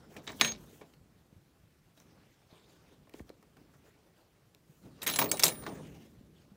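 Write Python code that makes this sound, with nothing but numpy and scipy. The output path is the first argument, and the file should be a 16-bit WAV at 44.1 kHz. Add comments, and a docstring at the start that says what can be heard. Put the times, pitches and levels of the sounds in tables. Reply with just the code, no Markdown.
"""A cat shifts on the sill of a window with slatted blinds, in a quiet room, close to a hand-held phone.
All along there are room hum and rustling fur and cloth, both made of shaped noise. At first the sash clacks
shut: noise bursts knock, loose slats rattle and the handle rings on as slowly fading tones. Small ticks and
dull, sagging thuds follow. From 5 s the metal latch is worked loose, with harder knocks, rattle, ringing
and a tiny squeak; then fur and cloth rustle again and soft thuds end it."""
import sys
import numpy as np
from scipy import signal
from scipy.fft import rfft, irfft
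from scipy.io import wavfile
from scipy.ndimage import uniform_filter1d

SR = 44100
rng = np.random.default_rng(int(sys.argv[2]) if len(sys.argv) > 2 else 0)


def attenuation_scalar(level_db):
    """Turn a level in dB into a linear amplitude multiplier (20 dB per decade)."""
    decades = np.asarray(level_db, float) / 20
    return 10 ** decades


def bounce(signal):
    """Save signal as a 16-bit WAV file at the path given by the first command-line argument."""
    frames = np.transpose(np.atleast_2d(signal))
    limited = np.clip(frames, -1, 1)
    pcm = np.round(limited * 32767).astype(np.int16)
    wavfile.write(sys.argv[1], SR, pcm)


N = 289296  # length in samples
BINS = np.fft.rfftfreq(4096, 1 / SR)  # frequencies in Hz at which the knocked parts are described

# Knocks of latch, slats and claws. Each row: start in seconds, peak rms level of the slats in dB,
# main resonance in Hz, time to fade by 60 dB in seconds (.004 at least), treble against the slats in dB.
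KNOCKS = [(0.1649, -44.5, 2460, .064, -12), (0.2681, -47.5, 3530, 0.023, -19.5),
          (0.2748, -36.5, 3300, 0.05, -29), (0.2915, -42.5, 2100, 0.076, -26),
          (0.3018, -43.5, 1020, 0.03, -25), (0.318, -51.5, 7800, .023, -24),
          (0.3975, -42.5, 3190, .059, -18.5), (0.411, -13.5, 3700, 0.023, -15),
          (0.4154, -23.5, 1770, 0.037, -26), (0.446, -24.5, 2908, 0.054, -18),
          (0.4749, -38, 3409, 0.11, -19), (0.5188, -39, 4230, 0.028, -40.5),
          (0.8119, -53, 1085, 0.079, -20.5), (0.9361, -60.5, 2980, 0.036, -13),
          (1.9744, -62, 3970, .072, -13), (2.0001, -57, 6080, .016, -9.5), (3.071, -64.5, 1064, 0.042, -25),
          (3.0949, -58.5, 2260, .0094, -3.5), (3.138, -51, 2760, 0.012, -11.5),
          (3.1957, -50, 2020, 0.0031, -27), (3.2926, -52.5, 4250, 0.0097, -10),
          (3.3, -58.5, 1400, .02, -19), (3.4262, -60, 1290, 0.02, -8), (3.568, -60, 1280, 0.031, -11),
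          (3.738, -67, 1290, .077, -22), (4.5477, -55, 3550, 0.0044, -4), (5.018, -38, 3690, 0.062, -8.5),
          (5.029, -43, 1857, 0.062, 5.5), (5.0642, -31, 3300, 0.16, -11.5),
          (5.0709, -27.5, 2100, 0.0057, -1), (5.0767, -29, 1560, 0.0079, 4),
          (5.0878, -32, 2410, 0.058, -12), (5.0985, -33.5, 3980, 0.014, 2.5),
          (5.1114, -39, 3630, 0.086, -2.5), (5.1372, -33.5, 3120, 0.047, -6.5),
          (5.1592, -28, 7700, 0.037, -5), (5.1886, -22, 965, 0.062, -3.5),
          (5.2149, -24.5, 1000, 0.045, -14), (5.2233, -28.5, 1084, .026, -6),
          (5.2425, -38, 1019, 0.026, 1.5), (5.3146, -24, 7400, 0.024, 1), (5.3284, -48, 4125, 0.035, -2),
          (5.3707, -36.5, 7600, .015, -7.5), (5.3947, -27, 7540, 0.02, -3.5), (5.3983, -30, 5400, 0.02, -1),
          (5.4254, -31, 7610, 0.017, -4), (5.435, -13, 5860, 0.016, -9.5), (5.4392, -19, 8550, 0.042, -1),
          (5.4526, -26, 7545, 0.11, -0.5), (5.4652, -30, 3940, 0.047, -1), (5.4805, -27.5, 7460, 0.043, -2),
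          (5.4957, -59.5, 4046, 0.04, -6.5), (5.623, -51.5, 980, 0.028, -30.5),
          (5.637, -47.5, 990, 0.0093, -15), (5.6643, -36, 1070, 0.04, -24),
          (5.6757, -53, 1130, .056, -28.5)]


def evened(x):
    """Scales a sound to rms 1, so that its level can be set afterwards."""
    return x / np.sqrt(np.mean(x ** 2) + 1e-20)


def read(points, hz):
    """Reads a table of (Hz, value) at the frequencies hz, along a logarithmic frequency scale."""
    f, value = np.transpose(points)
    return np.interp(np.log(hz + 1), np.log(f), value)


def add(mix, s, sound):
    """Mixes a sound in at s seconds, cutting off what runs past the end."""
    part = mix[round(s * SR):][:len(sound)]
    part += sound[:len(part)]


def noise(spectrum, patchy_db, flicker_db):
    """Noise of rms 1 with drifting louder patches and a flicker shared by all frequencies."""
    frames = N // 128 + 5
    real, imaginary, patches = rng.standard_normal((frames, 257, 3)).T
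    patches = uniform_filter1d(patches, size=10, axis=0)  # spread over frequency
    patches = evened(uniform_filter1d(patches, size=20, axis=1))  # spread over time
    flicker = evened(uniform_filter1d(rng.standard_normal(frames), size=4))
    cells = (real + 1j * imaginary) * attenuation_scalar(patchy_db * patches + flicker_db * flicker)
    white = signal.istft(cells, nperseg=512, noverlap=384)[1][:N]
    color = attenuation_scalar(read(spectrum, np.fft.rfftfreq(N, 1 / SR)))
    return evened(irfft(rfft(white) * color, N))


def room_tone():
    """The steady hum of the room: faint noise, strongest in the bass."""
    # Spectrum of the hum. Each row: frequency in Hz, relative level in dB.
    hum = [(18, -36.5), (30, -8.5), (60, 0), (166, 1), (247, -12), (289, -7.5), (787, -14.5), (11600, -30),
           (15100, -28), (16300, -39)]
    return attenuation_scalar(-68) * noise(hum, patchy_db=1.2, flicker_db=0.5)


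def stir():
    """Fur, cloth and hand rub as rumble, rustle and fine hiss; each stroke swells and fades."""
    # Movement near the phone. Each row: time in seconds, rumble rms in dB, rustle rms in dB
    # (strokes are added on top).
    movement = [(0, -60, -65.5), (.09, -61, -70.5), (.55, -52, -61.5), (.8, -65, -68.5),
                (1.051, -68, -79.5), (1.92, -73, -82.5), (2.1, -63, -67), (2.45, -74, -71),
                (2.9, -66.5, -67), (3.039, -66, -79), (3.2, -64.5, -72.5), (3.45, -66.5, -79),
                (3.9, -69.5, -69), (4.3, -80, -78.5), (4.781, -71.5, -80), (4.86, -48.5, -70.5),
                (4.93, -59.5, -67), (5.049, -55, -63), (5.72, -48, -55), (5.9, -50, -60.5), (6.1, -60, -70),
                (6.3, -60, -79), (6.56, -68, -77)]
    # Single strokes. Each row: start in seconds, length in seconds, rustle rms in dB before a cut of 6 dB,
    # fine hiss rms in dB.
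    strokes = [(0.081, 0.097, -61.5, -67.5), (0.224, 0.055, -82, -65), (0.342, 0.075, -68, -62),
               (0.556, 0.14, -84, -65.5), (0.651, 0.19, -67.5, -66), (0.826, 0.16, -68.5, -78.5),
               (1.931, 0.13, -65.5, -73), (2.479, 0.14, -61.5, -98), (2.65, 0.15, -66, -76.5),
               (2.9, 0.056, -72, -80.5), (3.11, .13, -60, -68.5), (3.254, 0.072, -69.5, -79.5),
               (3.554, 0.1, -73.5, -82), (3.707, 0.088, -74, -76), (3.838, 0.071, -68, -74.5),
               (4.151, 0.097, -65, -85.5), (4.633, 0.26, -81.5, -77), (4.814, 0.069, -59, -84),
               (5.7, 0.51, -72, -74.5), (6.321, 0.17, -67, -97)]
    # Spectra of the three noises. Each row: frequency in Hz, relative level in dB.
    rumble_color = [(30, -43), (55, -3.5), (100, -5.5), (160, -0.5), (300, -5.5), (500, -17), (1000, -37.5),
                    (2000, -46.5)]
    rustle_color = [(100, -20), (400, 8), (1000, -3), (3000, -8), (6000, -13), (12000, -26.5), (16000, -33)]
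    hiss_color = [(2000, -31.5), (6000, -1), (10000, -6), (15500, -2.5), (16300, -1)]

    s, *levels_db = np.transpose(movement)
    rumble, rustle = (attenuation_scalar(np.interp(np.arange(N) / SR, s, db)) for db in levels_db)
    hiss = np.full(N, attenuation_scalar(-86))  # never quite silent
    for start, length, rustle_db, hiss_db in strokes:
        swell = signal.windows.tukey(round(length * SR), .7)
        add(rustle, start, attenuation_scalar(rustle_db - 6) * swell)
        add(hiss, start, attenuation_scalar(hiss_db) * swell)
    return (rumble * noise(rumble_color, 0.84, 0.83)
            + rustle * noise(rustle_color, 4.2, 1.8)
            + hiss * noise(hiss_color, 1.5, 2.0))


def causal(gain):
    """The impulse response with this gain per frequency that starts at once (minimum phase)."""
    log_gain = np.log(np.r_[gain, gain[-2:0:-1]] + 1e-5)
    return np.fft.ifft(np.exp(np.conj(signal.hilbert(log_gain)))).real[:2048]


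def band(lo_hz, hi_hz):
    """Gain of a band-pass with steep sides."""
    return 1 / np.sqrt((1 + (lo_hz / (BINS + 1)) ** 8) * (1 + (BINS / hi_hz) ** 8))


def peaks(modes, reach=1):
    """Gain of resonant peaks over a flat response; reach says how well a blow finds each mode."""
    total_db = 0
    for (hz, width, _), height_db in zip(modes, np.transpose(modes)[2] * reach):
        total_db = total_db + height_db / (1 + ((BINS - hz) / (abs(width) / 2)) ** 2)
    return attenuation_scalar(total_db)


def bodies(main_hz, treble_db=-8):
    """Impulse responses of the slats (one patch loudest), of the hollow sash and of the bright edges."""
    # What rings in the slats and edges. Each row: frequency in Hz, width in Hz, height in dB at a reach of 1.
    slat_modes = [(1814.5, 60, 7.5), (2270, 110, 7), (2920, 130, 1), (3816, 150, 7.5), (4200, 35, 6),
                  (5610, 95, 6.5), (6310, 100, 8), (7600, 150, 8), (8420, 300, 5.5), (12350, 230, 6)]
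    # Hollow modes of the sash and pane. Each row: frequency in Hz, width in Hz, height in dB.
    sash_modes = [(161.8, 18, 5.5), (289, 99, 7.5), (424.3, 75, 7.5), (591.5, 180, 6), (1140, 130, 2)]

    patch = 0.25 + 1 / np.hypot(1, (BINS - main_hz) / (0.11 * main_hz))
    near = 1 / np.hypot(1, (np.transpose(slat_modes)[0] - main_hz) / (0.1 * main_hz))
    reach = rng.random(len(slat_modes)) + 0.58 * near  # every blow lands on another spot
    metal = peaks(slat_modes, reach)
    blunt = np.hypot(1, BINS / (main_hz + 11000 * attenuation_scalar(treble_db)))  # a blunt blow is dull
    slats = band(800, 7500) * patch * metal / blunt
    sash = band(91, 1000) * peaks(sash_modes)
    edges = band(6800, 17000) * metal
    return causal(slats), causal(sash), causal(edges)


def rattle():
    """Small uneven contacts wander over the slats after each knock, while the heavy sash shudders."""
    # Shudder of the sash in its frame: one list while it is shut, one while it is opened.
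    # Each row: time in seconds, rms level in dB.
    shudder = [
        [(.16, -48), (.19, -50), (.25, -68), (.3, -48.5), (.39, -64), (.435, -46), (.5, -51.5), (.6, -68)],
        [(5.012, -60.5), (5.06, -56), (5.095, -42.5), (5.15, -52.5), (5.235, -33.5), (5.305, -48.5),
         (5.345, -35), (5.39, -56), (5.45, -33.5), (5.52, -45), (5.6, -68), (5.655, -70), (5.68, -41.5),
         (5.8, -60), (5.92, -71)],
    ]
    # Chatter of loose slats after a knock of -40 dB, and its growth in dB for each dB of the knock.
    chatter_db, growth = -52.5, 0.7349
    rise_s, slat_t60, edge_t60 = 0.0055, 0.21, 0.13  # seconds; the treble settles sooner

    t = np.arange(N) / SR
    # The rattle is heard only within the two spans of the shudder.
    moving = sum(1. * (t > span[0][0]) * (t <= span[-1][0]) for span in shudder)
    moving = uniform_filter1d(moving, size=800)

    after = t[:SR // 2]
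    rise = np.minimum(after / rise_s, 1)
    slat_settle = (rise * attenuation_scalar(-60 * after / slat_t60)) ** 2
    edge_settle = (rise * attenuation_scalar(-60 * after / edge_t60)) ** 2
    dull, bright = np.zeros((2, N))  # power of the chatter
    for s, db, _, _, treble_db in KNOCKS:
        power = attenuation_scalar(chatter_db + growth * (db + 40)) ** 2
        add(dull, s, slat_settle * power)
        add(bright, s, edge_settle * power * attenuation_scalar(treble_db) ** 2)

    size = attenuation_scalar(2.5 * np.minimum(rng.exponential(1, N), 3))
    taps = rng.standard_normal(N) * (rng.random(N) < 1800 / SR) * size  # about 1800 a second
    # A group of slats is picked afresh about every 14 ms.
    spot = np.repeat(rng.integers(0, 5, N // 600 + 1), 600)[:N]
    slats, edges = np.zeros((2, N))
    for k, hz in enumerate([1820, 2462, 3420, 4096, 5400]):
        body, boom, edge = bodies(hz)
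        slats += evened(signal.oaconvolve(taps * (spot == k), body)[:N])
        edges += evened(signal.oaconvolve(taps * (spot == k), edge)[:N])
    sash = evened(signal.oaconvolve(rng.standard_normal(N), boom)[:N])
    chatter = np.sqrt(dull) * evened(slats) + np.sqrt(bright) * evened(edges)
    shudder_level = attenuation_scalar(np.interp(t, *np.concatenate(shudder).T))
    return moving * (chatter + shudder_level * sash)


def knocks():
    """Each knock is a short burst of scraping contact; the heavy sash swells later and booms longer."""
    out, t = np.zeros(N), np.arange(8192) / SR
    for s, db, hz, t60, treble_db in KNOCKS:
        # Harder and higher knocks move the sash relatively less.
        boom_db = -8.5 - 0.34 * (db + 40) - 3 * np.log2(hz / 2000)
        t60 = max(t60, .004)
        sharp = attenuation_scalar(-60 * t / t60) * np.minimum(t / 0.00057, 1)
        heavy = attenuation_scalar(-60 * t / (t60 + 0.08)) * np.minimum(t / 0.0018, 1)
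        grit = rng.standard_normal((3, len(t)))
        slat_body, sash_body, edge_body = bodies(hz, treble_db)
        slats = signal.fftconvolve(grit[0] * sharp, slat_body)
        sash = signal.fftconvolve(grit[1] * heavy, sash_body)
        edges = signal.fftconvolve(grit[2] * sharp, edge_body)
        slats /= np.sqrt(np.max(uniform_filter1d(slats ** 2, size=66)))  # loudest 1.5 ms at rms 1
        loud = np.std(slats[:441])  # over the first 10 ms
        sash *= attenuation_scalar(boom_db) * loud / np.std(sash[:882])
        edges *= attenuation_scalar(treble_db) * loud / np.std(edges[:441])
        add(out, s, attenuation_scalar(db) * (slats + sash + edges))
    return out


def handle():
    """Modes of the metal handle: a blow resets how strongly one rings; it dies freely until a touch damps it."""
    # Modes as pairs that beat. Each row: frequency in Hz, time to fade by 60 dB in seconds, distance of
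    # the partner in Hz, strength of the partner as a share, time in seconds when the pair is in step.
    modes = [(6490, 1.5, 20, .05, .45), (9128, .75, -9, .5, 5.6), (10488, .4, 9, .15, 5.5),
             (12380, .12, 30, .1, 5.07), (15092, .7, 14, .4, 5.605), (3862, .3, 25, .2, .41),
             (4080, .3, 30, .2, 5.14), (7682, .4, 20, .2, .45)]
    # Blows, one list for each mode. Each row: time in seconds, rms level in dB without the partner,
    # seconds until a touch damps it.
    rings = [
        [(.411, -35, 0.11), (5.078, -36, 0.011), (5.125, -51, 0.028), (5.188, -48.5, 0.065),
         (5.315, -39, 0.016), (5.43, -51, 0.039)],
        [(.411, -45, 0.061), (5.078, -54, .03), (5.205, -48, 0.035), (5.315, -50.5, 0.17), (5.427, -49, .035),
         (5.465, -47, .42)],
        [(.305, -69, .1), (.411, -45, 0.0089), (.424, -61.5, 0.11), (5.078, -49, 0.033), (5.125, -39, 0.1),
         (5.188, -34.5, .017), (5.315, -49, 0.075), (5.427, -38, 0.03), (5.49, -47, .2)],
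        [(.398, -54.5, .012), (5.066, -33, 0.015), (5.098, -40, .03), (5.437, -27, 0.033)],
        [(.277, -65, .1), (.398, -51, .045), (.446, -53.5, 0.072), (5.078, -44, 0.11), (5.188, -28, .035),
         (5.23, -41, 0.073), (5.315, -48, 0.11), (5.425, -48, .012), (5.465, -46, .31)],
        [(.278, -57, 0.055), (.411, -35.5, 0.049), (5.08, -44, 0.035), (5.19, -43, 0.025), (5.33, -50, 0.054)],
        [(.447, -43.5, 0.041), (5.1, -48.5, 0.027), (5.138, -44, 0.055), (5.466, -41, 0.035)],
        [(.29, -69, .04), (.43, -53, 0.06), (5.1, -51, .05), (5.16, -44, 0.026), (5.44, -45, .05)],
    ]
    touch_t60 = 0.04916  # seconds

    t, out = np.arange(N) / SR, np.zeros(N)
    for (hz, t60, split_hz, share, step_s), blows in zip(modes, rings):
        s, db, free = np.transpose(blows)
        last = np.searchsorted(s, t) - 1  # the latest blow; -1 before the first
        since = t - s[last]
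        touched = np.maximum(since - free[last], 0)
        loss_db = 60 * (since / t60 + touched / touch_t60)
        level = attenuation_scalar(db[last] - abs(loss_db)) * (last >= 0)
        level = uniform_filter1d(level, size=160)  # no clicks at the blows
        pair = 1 + share * np.exp(2j * np.pi * split_hz * (t - step_s))
        tone = np.exp(2j * np.pi * (hz * t + rng.random()))
        out += np.sqrt(2) * level * (pair * tone).real
    return out


def thuds():
    """A soft push rings one low mode whose pitch sags."""
    # Dull thuds of sash, paws and grip. Each row: start in seconds, level in dB from which it fades,
    # first pitch in Hz, time to fade by 60 dB in seconds (.01 at least), share of the pitch that sags away.
    pushes = [(0.413, -39, 241.3, 0.48, 0.053), (0.816, -44, 462, 0.044, 0.1),
              (5.667, -39.5, 366, 0.12, 0.075), (0.969, -52.5, 150, 0.082, 0.096),
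              (1.012, -48, 128, 0.068, 0.15), (1.327, -46.5, 199, .03, .3),
              (1.363, -46.5, 128.7, 0.078, 0.29), (1.635, -51, 130.3, 0.098, 0.14),
              (2.116, -57, 189.4, 0.075, 0.091), (2.527, -41, 203, 0.022, 0.28),
              (3.143, -35, 473, 0.024, 0.58), (3.2035, -36.5, 482, 0.08, 0.88),
              (3.3017, -35.5, 525, 0.022, 0.54), (3.616, -45, 261, 0.022, 0.15),
              (3.754, -52.5, 202.4, 0.08, 0.28), (4.696, -49, 171, 0.075, 0.1),
              (6.21, -45.5, 276.5, 0.073, 0.14), (6.517, -48, 209, 0.094, 0.058)]
    out, t = np.zeros(N), np.arange(6000) / SR
    for s, db, hz, t60, sag in pushes:
        turns = hz * ((1 - sag) * t + sag * .004 * (1 - np.exp(-t / .004)))  # sags within some 4 ms
        fade = attenuation_scalar(db - 60 * t / max(t60, .01))
        onset = np.minimum(t * hz * 3, 1)  # a third of a cycle
        add(out, s, fade * onset * np.sin(2 * np.pi * turns))
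    return out


def squeak():
    """Metal slides on metal: a short stick-slip tone with overtones and an unsteady pitch."""
    # One row: start in seconds, length in seconds, pitch from Hz, to Hz (before the wobble),
    # peak level of the lowest tone in dB.
    slide = (5.283, .027, 4150, 4550, -43)
    s, length, from_hz, to_hz, db = slide
    count = round(length * SR)
    wobble = evened(uniform_filter1d(rng.standard_normal(count), size=20))
    turns = np.cumsum(np.linspace(from_hz, to_hz, count) * (1 + .05 * wobble)) / SR
    tone = sum(0.82 ** k * np.sin(2 * np.pi * (k + 1) * turns) for k in range(3))
    out = np.zeros(N)
    add(out, s, attenuation_scalar(db) * np.hanning(count) * tone)
    return out


def room(x):
    """The echo of the room: sparse taps of random sign, each band dying at its own speed."""
    # Each row: frequency in Hz, time to fade by 60 dB in seconds.
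    echo = [(200, 0.42), (1000, 0.23), (4000, 0.23), (12000, 0.18)]
    taps = np.zeros(SR // 2)
    at = np.arange(200, len(taps) - 20, 20)
    taps[at + rng.integers(0, 20, len(at))] = rng.choice([-1., 1.], len(at))
    hz, t, cells = signal.stft(taps, SR, nperseg=256)
    t60 = np.maximum(read(echo, hz), .02)[:, None]
    tail = signal.istft(cells * attenuation_scalar(-60 * t / t60), SR, nperseg=256)[1]
    return signal.fftconvolve(x, tail / np.linalg.norm(tail))[:N]


def scene():
    """Adds up the window sounds with their echo, the ringing handle, the stirring and the room tone."""
    window = knocks() + rattle() + squeak() + thuds()
    mix = window + attenuation_scalar(-19) * room(window) + handle() + stir() + room_tone()
    return mix[None]


def band_limit(x):
    """A steep low-pass at the top of the band."""
    return signal.sosfilt(signal.butter(12, 16810, fs=SR, output="sos"), x)


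def record(dry):
    """Little of the treble is heard above an edge near 15.8 kHz."""
    edge_hz = 15800
    shelf = signal.firwin2(511, [0, edge_hz - 150, edge_hz + 150, SR / 2], [1, 1, .05, .02], fs=SR)
    heard = signal.oaconvolve(dry, shelf[None], "same")
    return band_limit(heard)


dry = scene()
out = record(dry)
bounce(out)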